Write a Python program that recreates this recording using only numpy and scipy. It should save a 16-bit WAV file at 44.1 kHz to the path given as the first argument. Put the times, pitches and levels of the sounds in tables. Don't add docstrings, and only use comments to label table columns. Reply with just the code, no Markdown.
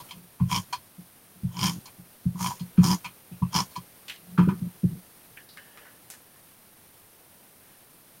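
import sys
import numpy as np
from scipy import signal
from scipy.fft import rfft, irfft, next_fast_len
from scipy.io import wavfile
from scipy.ndimage import uniform_filter1d

SR = 44100
rng = np.random.default_rng(int(sys.argv[2]) if len(sys.argv) > 2 else 0)


def dump_mix(stems):
    frames = np.atleast_2d(stems).T
    limited = np.clip(frames, -1, 1)
    pcm = np.round(limited * 32767).astype(np.int16)
    wavfile.write(sys.argv[1], SR, pcm)


N = 361619

# f/Hz, level/dB, group (0 lower, 1 top, 2 upper)
TABLE_MODES = [(57.4, -11.5, 0), (98, -2.5, 0), (127.6, 2.5, 0), (178.2, 1.5, 1), (217.2, -16.5, 1),
               (299, -0.5, 2), (363, -3, 2), (460.4, -10.5, 2), (573, -19, 2)]
# t of full level/s, rise/s, hold/s, fall/s, peel/dB, treble/dB re peel, middle modes/dB re peel,
# low, middle, high modes/dB re tooth, roller drag/dB, its lower table modes/dB re top
PULLS = [(0.517, 0.046, 0.061, 0.054, -33, 5, 6.5, -3, -5, -6, -34, 0),
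         (1.639, 0.13, 0.031, 0.091, -25.5, 0, 5, -12.5, -6, 0, -27.5, -9),
         (2.411, 0.059, 0.069, 0.095, -31, 2.5, -6, -0.5, -12, -14, -36.5, -4.5),
         (2.846, 0.043, 0.084, 0.047, -26, 0, -4, -6, -16, -2.5, -23.5, -15.5),
         (3.551, 0.042, 0.047, 0.055, -23.5, -2.5, 1.5, -8, -12, 0.5, -26.5, -8.5)]
# f/Hz, relative density/dB per Hz
PEEL_SPECTRUM = [(500, -30), (900, -38), (1800, -16), (3900, -14.5), (5500, -7.5), (7000, -5), (7800, -20),
                 (8300, -9.5), (12000, -13), (16000, -18.5)]


def amp(db):
    return 10 ** (np.asarray(db) / 20)


def rms_one(x):
    return x / np.sqrt(np.mean(x ** 2) + 1e-20)


def coloured(spectrum):
    hz, db = np.transpose(spectrum)
    size = next_fast_len(N)
    grid_hz = np.maximum(np.fft.rfftfreq(size, 1 / SR), 1)
    gain = amp(np.interp(np.log(grid_hz), np.log(hz), db))
    return rms_one(irfft(rfft(rng.standard_normal(size)) * gain, size)[:N])


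def flicker(cutoff_hz):
    lowpass = signal.butter(2, cutoff_hz, fs=SR, output="sos")
    return rms_one(signal.sosfilt(lowpass, rng.standard_normal(N)))


def add(out, t_s, piece):
    i = round(t_s * SR)
    out[i:i + len(piece)] += piece[:N - i]


def resonance(x, hz, width_hz):
    r, w = np.exp(-np.pi * width_hz / SR), 2 * np.pi * hz / SR
    skirt = signal.butter(2, [hz / 1.2, hz * 1.2], "band", fs=SR)
    ringing = signal.lfilter([.5, 0, -.5], [1, -2 * r * np.cos(w), r * r], x + 1e-18)
    return signal.lfilter(*skirt, ringing)


def swell(t_s, rise_s, hold_s, fall_s):
    depth_db, bend = 31, 1.19
    t = np.arange(N) / SR
    away = np.maximum((t_s - t) / rise_s, (t - t_s - hold_s) / fall_s)
    return -depth_db * np.clip(away, 0, 9) ** bend


def gestures(rows):
    levels = [amp(db + swell(*times)) for *times, db, _ in rows]
    return sum(levels), sum(level * amp(row[-1]) for level, row in zip(levels, rows))


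def hiss():
    # f/Hz, relative density/dB per Hz
    hiss_spectrum = [(20, -9), (55, -18), (85, -4), (185, -3.5), (260, -5), (300, -6.5), (400, -7.5),
                     (860, -10.5), (1230, -12.5), (6050, -19), (7800, -23), (8300, -14), (11600, -11.5),
                     (16000, -14.5)]
    # t/s, level/dB
    hiss_level = [(0.0, -50.5), (0.25, -57), (4.7, -54.5), (6.4, -56.5), (8.2, -56.5)]
    bump_db, bump_s = 2.5, 0.16
    t = np.arange(N) / SR
    t_s, db = np.transpose(hiss_level)
    bumps = sum(np.exp(-((t - at - hold - fall) / bump_s) ** 2) for at, _, hold, fall, *_ in PULLS)
    level_db = np.interp(t, t_s, db) + bump_db * bumps + 3.0 + 0.57 * flicker(26)
    return amp(level_db) * coloured(hiss_spectrum)


def room(x):
    t60_s = 0.075
    t = np.arange(SR // 2) / SR
    tail = rng.standard_normal(len(t)) * amp(-60 * t / t60_s) * (t > .004)
    tail = signal.lfilter([.6], [1, -.4], tail)
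    return signal.fftconvolve(x, tail / np.sqrt(np.sum(tail ** 2)))[:N]


def rustle():
    # t of full level/s, rise/s, hold/s, fall/s, level/dB, low creak/dB re level
    flexes = [(5.372, 0.037, .005, 0.16, -59, -26), (5.585, 0.055, 0.016, 0.25, -57.5, -9.5),
              (5.8, 0.28, .05, 0.29, -60.5, -2), (6.11, .12, 0.018, 0.71, -71, 2.5),
              (7.21, 0.14, 0.055, .6, -74.5, 8.5), (7.7, 0.23, 0.026, 0.46, -72, -4)]
    level, creak = gestures(flexes)
    grains = rng.standard_normal(N) * amp(3.0 * flicker(40))
    high = rms_one(resonance(grains, 1686, 320.0) + amp(-6.0) * resonance(grains, 2940, 350.0))
    low = rms_one(resonance(grains, 538, 380.0) + amp(-4.5) * resonance(grains, 875, 270.0))
    return level * high + creak * low


def ticks():
    # t/s, level before trim/dB, centre f/Hz, width/octaves, rustle t60/s, rustle/dB re tick
    edge_ticks = [(3.322, -49, 2620, 0.22, 0.27, -4.5), (3.431, -49, 2580, 0.16, 0.25, -4),
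                  (4.0814, -29.5, 2820, 1.4, 0.23, -7.5), (4.0975, -24, 2380, 1.07, 0.15, -6),
                  (4.162, -32, 3370, 0.7, 0.077, -15), (5.3722, -30.5, 2070, 0.67, 0.051, -2.5),
                  (5.4892, -42, 4270, 0.45, 0.41, -5.5), (5.573, -28, 1710, 1.03, 0.05, -5.5),
                  (5.774, -29, 1770, 1.2, 0.15, -14), (5.852, -40, 1480, 0.84, 0.24, -4.5),
                  (6.102, -28.5, 6940, 1.68, 0.24, -13.5), (6.138, -42, 1830, 1.5, 0.047, -3.5),
                  (6.36, -45, 1500, 0.8, 0.066, -4)]
    crack_db, crack_db_per_octave = -1, 18
    out, t = np.zeros(N), np.arange(SR // 3) / SR
    noise = rng.standard_normal((len(edge_ticks), 2, len(t)))
    broad = signal.butter(1, [600, 8000], "band", fs=SR, output="sos")
    for (t_s, db, hz, octaves, t60_s, rustle_db), (fine, lumps) in zip(edge_ticks, noise):
        half = 2 ** (octaves / 2)
        band = signal.butter(2, [hz / half, hz * half], "band", fs=SR, output="sos")
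        crackle = fine * amp(rms_one(uniform_filter1d(lumps, size=60)))
        snap = amp(-60 * t / 0.0022)
        decay = amp(rustle_db - 60 * t / t60_s)
        crack = amp(crack_db + crack_db_per_octave * (octaves - 1.5))
        colour = rms_one(signal.sosfilt(band, crackle))
        colour = colour + crack * rms_one(signal.sosfilt(broad, crackle))
        add(out, t_s, amp(db - 6.5) * colour * (snap + decay))
    return out


def drag():
    # t of full level/s, rise/s, hold/s, fall/s, level/dB, lower modes/dB re top
    slides = [(0.0, 0.022, .01, 0.082, -49.5, 1.5), (0.17, 0.074, 0.0081, 0.13, -46, -12),
              (0.77, 0.34, 0.014, 0.065, -65, 8), (1.4, 0.26, 0.036, 0.08, -58, -11),
              (1.776, 0.11, 0.0068, 0.033, -38, -7), (4.31, .15, 0.03, 0.21, -47.5, -17),
              (4.52, 0.075, 0.013, 0.046, -26.5, -19), (4.63, 0.07, 0.045, 0.036, -36, -7.5),
              (4.9, 0.043, 0.054, 0.085, -36.5, -20)]
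    lag_s, stretch = 0.0064, 0.98
    rolls = [(t_s + lag_s, rise * stretch, hold, fall * stretch, db, low_db)
             for t_s, rise, hold, fall, *_, db, low_db in PULLS]
    level, low = gestures(list(slides) + rolls)
    group_level = (low, level, level * amp(-18.0))
    out = np.zeros(N)
    for hz, db, group in TABLE_MODES:
        hum = rms_one(resonance(rng.standard_normal(N), hz, 11.4))
        out += amp(db + 0.5) * hum * group_level[group]
    return out


def thumps():
    # t/s, level before trim/dB, lower modes/dB re top, upper modes/dB re top, top-group t60/s
    blows = [(0.407, -13, -1.5, -27, 0.22), (0.983, -31, -14, -15, 0.14), (1.436, -17.5, -1.5, -28, 0.18),
             (1.76, -20.5, -13, -39, 0.095), (1.986, -36.5, -7.5, -13, 0.18), (2.258, -12, -6, -27, 0.15),
             (2.348, -26, -16, -20, 0.23), (2.608, -22, -11, -21, 0.17), (2.783, -2, -11.5, -21.5, 0.2),
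             (3.051, -38, -5.5, -15, 0.17), (3.314, -31.5, -7, -13, 0.2), (3.42, -12, -5.5, -22.5, 0.15),
             (3.773, -30, -5, -12, 0.14), (4.384, -7.5, -15, -13.5, 0.35),
             (4.475, -3.5, -13.5, -9.5, 0.099), (4.618, -16, -13, -44, 0.15),
             (4.836, -7.5, -6.5, -14, 0.14), (4.926, -23, -7, -17, 0.11)]
    contact_ms = 11.7
    out, t = np.zeros(N), np.arange(SR // 2) / SR
    press = np.sin(np.pi / 2 * np.minimum(t * 1000 / contact_ms, 1)) ** 2
    phases = rng.uniform(-1.2, 1.0, (len(blows), len(TABLE_MODES)))
    for (t_s, db, low_db, upper_db, t60_s), phase in zip(blows, phases):
        modes = np.zeros(len(t))
        for (hz, level_db, group), p in zip(TABLE_MODES, phase):
            decay_db = -60 * t / t60_s * (.9, 1, 1.8)[group]
            level = amp(level_db + (low_db, 0, upper_db)[group] + decay_db)
            modes += level * np.sin(2 * np.pi * hz * t + p)
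        add(out, t_s - .004, amp(db - 0.5) * press * modes)
    return out


def rattles():
    # t/s, low modes/dB, other modes/dB, their centre f/Hz,
    # rattle t60/s (low modes die sooner), snap/dB re mode level
    knocks = [(0.002, -36, -42.5, 3600, 0.071, -12), (0.087, -60, -45.5, 2800, 0.097, -11),
              (0.109, -38, -38.5, 3040, 0.11, 9), (0.399, -40, -50, 1700, 0.21, 8),
              (0.727, -25, -31.5, 3730, 0.11, 0), (0.732, -22, -29.5, 1500, 0.045, 11.5),
              (1.856, -41.5, -46, 4600, 0.087, 2), (1.874, -42, -46, 2100, 0.084, -1),
              (2.595, -46, -43.5, 3760, 0.11, 0), (2.774, -45, -39, 1700, 0.29, -7),
              (3.045, -38, -32, 2500, 0.12, 7.5), (3.053, -34.5, -36, 2400, 0.093, 7),
              (3.422, -30, -52, 2800, 0.094, 3), (3.708, -62, -56, 6070, 0.32, -10),
              (3.755, -36, -39.5, 2480, 0.09, -4), (3.762, -33.5, -43, 4150, 0.097, 10.5),
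              (4.377, -27.5, -24.5, 1300, 0.12, -11), (4.386, -28, -33, 1500, 0.29, -5),
              (4.487, -27, -30.5, 1460, 0.089, -5), (4.502, -35, -40.5, 1300, 0.14, -4)]
    group_hz = [1350, 2380, 3160, 5000]
    loss_db_per_octave, low_damping = 14.5, 1.48
    force, t = np.zeros((5, N)), np.arange(SR // 4) / SR
    noise = rng.standard_normal((len(knocks), len(t)))
    for (t_s, low_db, others_db, hz, t60_s, snap_db), chatter in zip(knocks, noise):
        octaves_off = np.abs(np.log2(np.divide(group_hz, hz)))
        group_db = [low_db, *(others_db - loss_db_per_octave * octaves_off)]
        burst = amp(-15.0) * (1 - np.exp(-t / 0.0023)) * chatter ** 2 * np.sign(chatter)
        for row, db, damping in zip(force, group_db, (low_damping, 1, 1, 1, 1)):
            add(row, t_s - .002, amp(db - 60 * damping * t / t60_s) * burst)
            add(row, t_s, amp([db + snap_db]))
    return force


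def snaps(clicks):
    t = np.arange(SR // 50) / SR
    shape = signal.fftconvolve(np.abs(clicks), amp(-60 * t / 0.0032))[:N]
    return shape * coloured(PEEL_SPECTRUM)


def runner():
    # t/s, level/dB before mode trims, brightness/dB
    teeth_table = [(0.497, -33, -3), (0.503, -26, 0), (0.514, -18, -1.5), (0.523, -19.5, -2),
                   (0.527, -14.5, 0), (0.544, -16, 1), (0.551, -19, -1.5), (0.561, -14, 2), (0.57, -26, 7),
                   (0.578, -23.5, -3), (1.568, -20.5, -0.5), (1.591, -15.5, -1), (1.607, -25, 0),
                   (1.612, -16.5, -1), (1.63, -13, -0.5), (1.641, -15.5, -4), (1.657, -21, 7),
                   (1.668, -20.5, 0), (1.681, -18, 0), (1.695, -15.5, -1), (2.355, -31, -0.5),
                   (2.391, -29, 1), (2.409, -26, -2), (2.427, -25, 2), (2.443, -17.5, 3), (2.461, -10, 0),
                   (2.472, -21, 1), (2.507, -26, -2), (2.516, -27, -2), (2.833, -21, -5), (2.841, -12.5, 1),
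                   (2.85, -19, 2), (2.862, -15, 2), (2.872, -19, 2), (2.884, -18, 0), (2.904, -16, -1),
                   (2.914, -12, 0.5), (2.932, -20, 0), (3.53, -20, -2), (3.542, -18, 0), (3.551, -19, 1),
                   (3.562, -9.5, 0.5), (3.568, -14, 1), (3.578, -21, 3), (3.587, -14, -1),
                   (3.603, -14.5, -1)]
    # f/Hz, width/Hz, pressed and pulled/dB, knocked free/dB,
    # group (0 low, 1 low-middle, 2 middle, 3 upper-middle, 4 high)
    housing = [(922, 310, -5, -2.5, 0), (1008, 104, 0.5, 0, 0), (1023, 140, -17.5, -5.5, 0),
               (1219, 266, -0.5, 2, 1), (1387, 330, -16.5, -3.5, 1), (1657, 380, -7, -18, 1),
               (2290, 126, -5.5, -10.5, 2), (2438, 150, -10, -2.5, 2), (3176, 143, -3, -4.5, 3),
               (4337, 143, -16, -4.5, 4), (4990, 124, -8.5, -10.5, 4), (5500, 190, -4.5, -13, 4),
               (5750, 780, -9, -8, 4), (6530, 700, -24, -21.5, 4)]
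    treble_rise, treble_fall = 0.97, 1.57
    slow_dulling, tooth_spread_db = 0.45, 1.06
    t = np.arange(N) / SR
    t_s, tooth_db, bright_db = np.transpose(teeth_table)
    at = np.round(t_s * SR).astype(int)
    pulls = np.array(PULLS)

    swells_db = [swell(*p[:4]) for p in pulls]
    level = sum(amp(p[4] + db) for p, db in zip(pulls, swells_db))
    treble = sum(amp(p[4] + p[5] + swell(p[0], p[1] * treble_rise, p[2], p[3] * treble_fall))
                 for p in pulls)
    treble = treble / (level + 1e-9)

    dull_db = slow_dulling * np.max([db[at] for db in swells_db], axis=0)
    pull_index = np.searchsorted(pulls[:, 0] - 2 * pulls[:, 1], t_s) - 1
    shares_db = pulls[pull_index, 7:10] + rng.normal(0, tooth_spread_db, (len(t_s), 3))
    bands_db = tooth_db + shares_db.T + np.outer([0, 1, 1], dull_db) + np.outer([-1, 0, 1], bright_db)
    low_db, middle_db, high_db = bands_db
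    group_tooth_db = (low_db - 1.5, low_db - 23.0, middle_db - 0.5, middle_db, high_db + 0.5)
    spread_db = rng.normal(0, 1.4, (len(t_s), len(housing)))
    late_s = rng.uniform(0, .0015, (len(t_s), len(housing)))

    last = np.maximum(np.searchsorted(t_s, t) - 1, 0)
    since_s = np.abs(t - t_s[last])
    level = (level + 1e-9) * amp(10.2 * np.exp(-since_s / 0.00073) - 4.5)
    grains = rng.standard_normal((2, N)) * amp(3.8 * flicker(250))

    hold_ends_s = pulls[:, :3:2].cumsum(axis=1).ravel()
    grip = amp(np.interp(t, hold_ends_s, np.repeat(pulls[:, 6], repeats=2)))
    group_peel = (1, 1, grip, grip, treble)

    force = rattles()
    out = level * treble * amp(-6.5) * coloured(PEEL_SPECTRUM) * amp(2.4 * flicker(110))
    for k, (hz, width_hz, db, free_db, group) in enumerate(housing):
        clicks = force[group] * amp(free_db + (-8.0, 2.0, -3.0, -1.5, 3.0)[group])
        hits = np.round((t_s + late_s[:, k]) * SR).astype(int)
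        clicks[hits] += amp(db + group_tooth_db[group] + spread_db[:, k])
        peel_gain = amp(db + (-5.5, -12.0, -20.0, -10.0, -29.5)[group])
        peel = rms_one(resonance(grains[k % 2], hz, width_hz)) * level * group_peel[group] * peel_gain
        out += resonance(clicks, hz, width_hz) + peel

    teeth = np.zeros(N)
    teeth[at] = amp(high_db - 26.0)
    broad = signal.butter(2, [600, 2700], "band", fs=SR, output="sos")
    clatter = signal.sosfilt(broad, force[1])
    return out + amp(-5.0) * clatter + snaps(teeth + amp(-10.0) * force[4])


def scene():
    room_db = -8
    close = runner() + ticks() + rustle()
    stand = signal.butter(2, 60.0, "high", fs=SR, output="sos")
    table = signal.sosfilt(stand, thumps() + drag())
    return (close + amp(room_db) * room(close) + table + hiss())[None]


def record(dry):
    cutoff_hz = 15830
    return signal.sosfilt(signal.ellip(12, .5, 80, cutoff_hz, fs=SR, output="sos"), dry)


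dry = scene()
out = record(dry)
dump_mix(out)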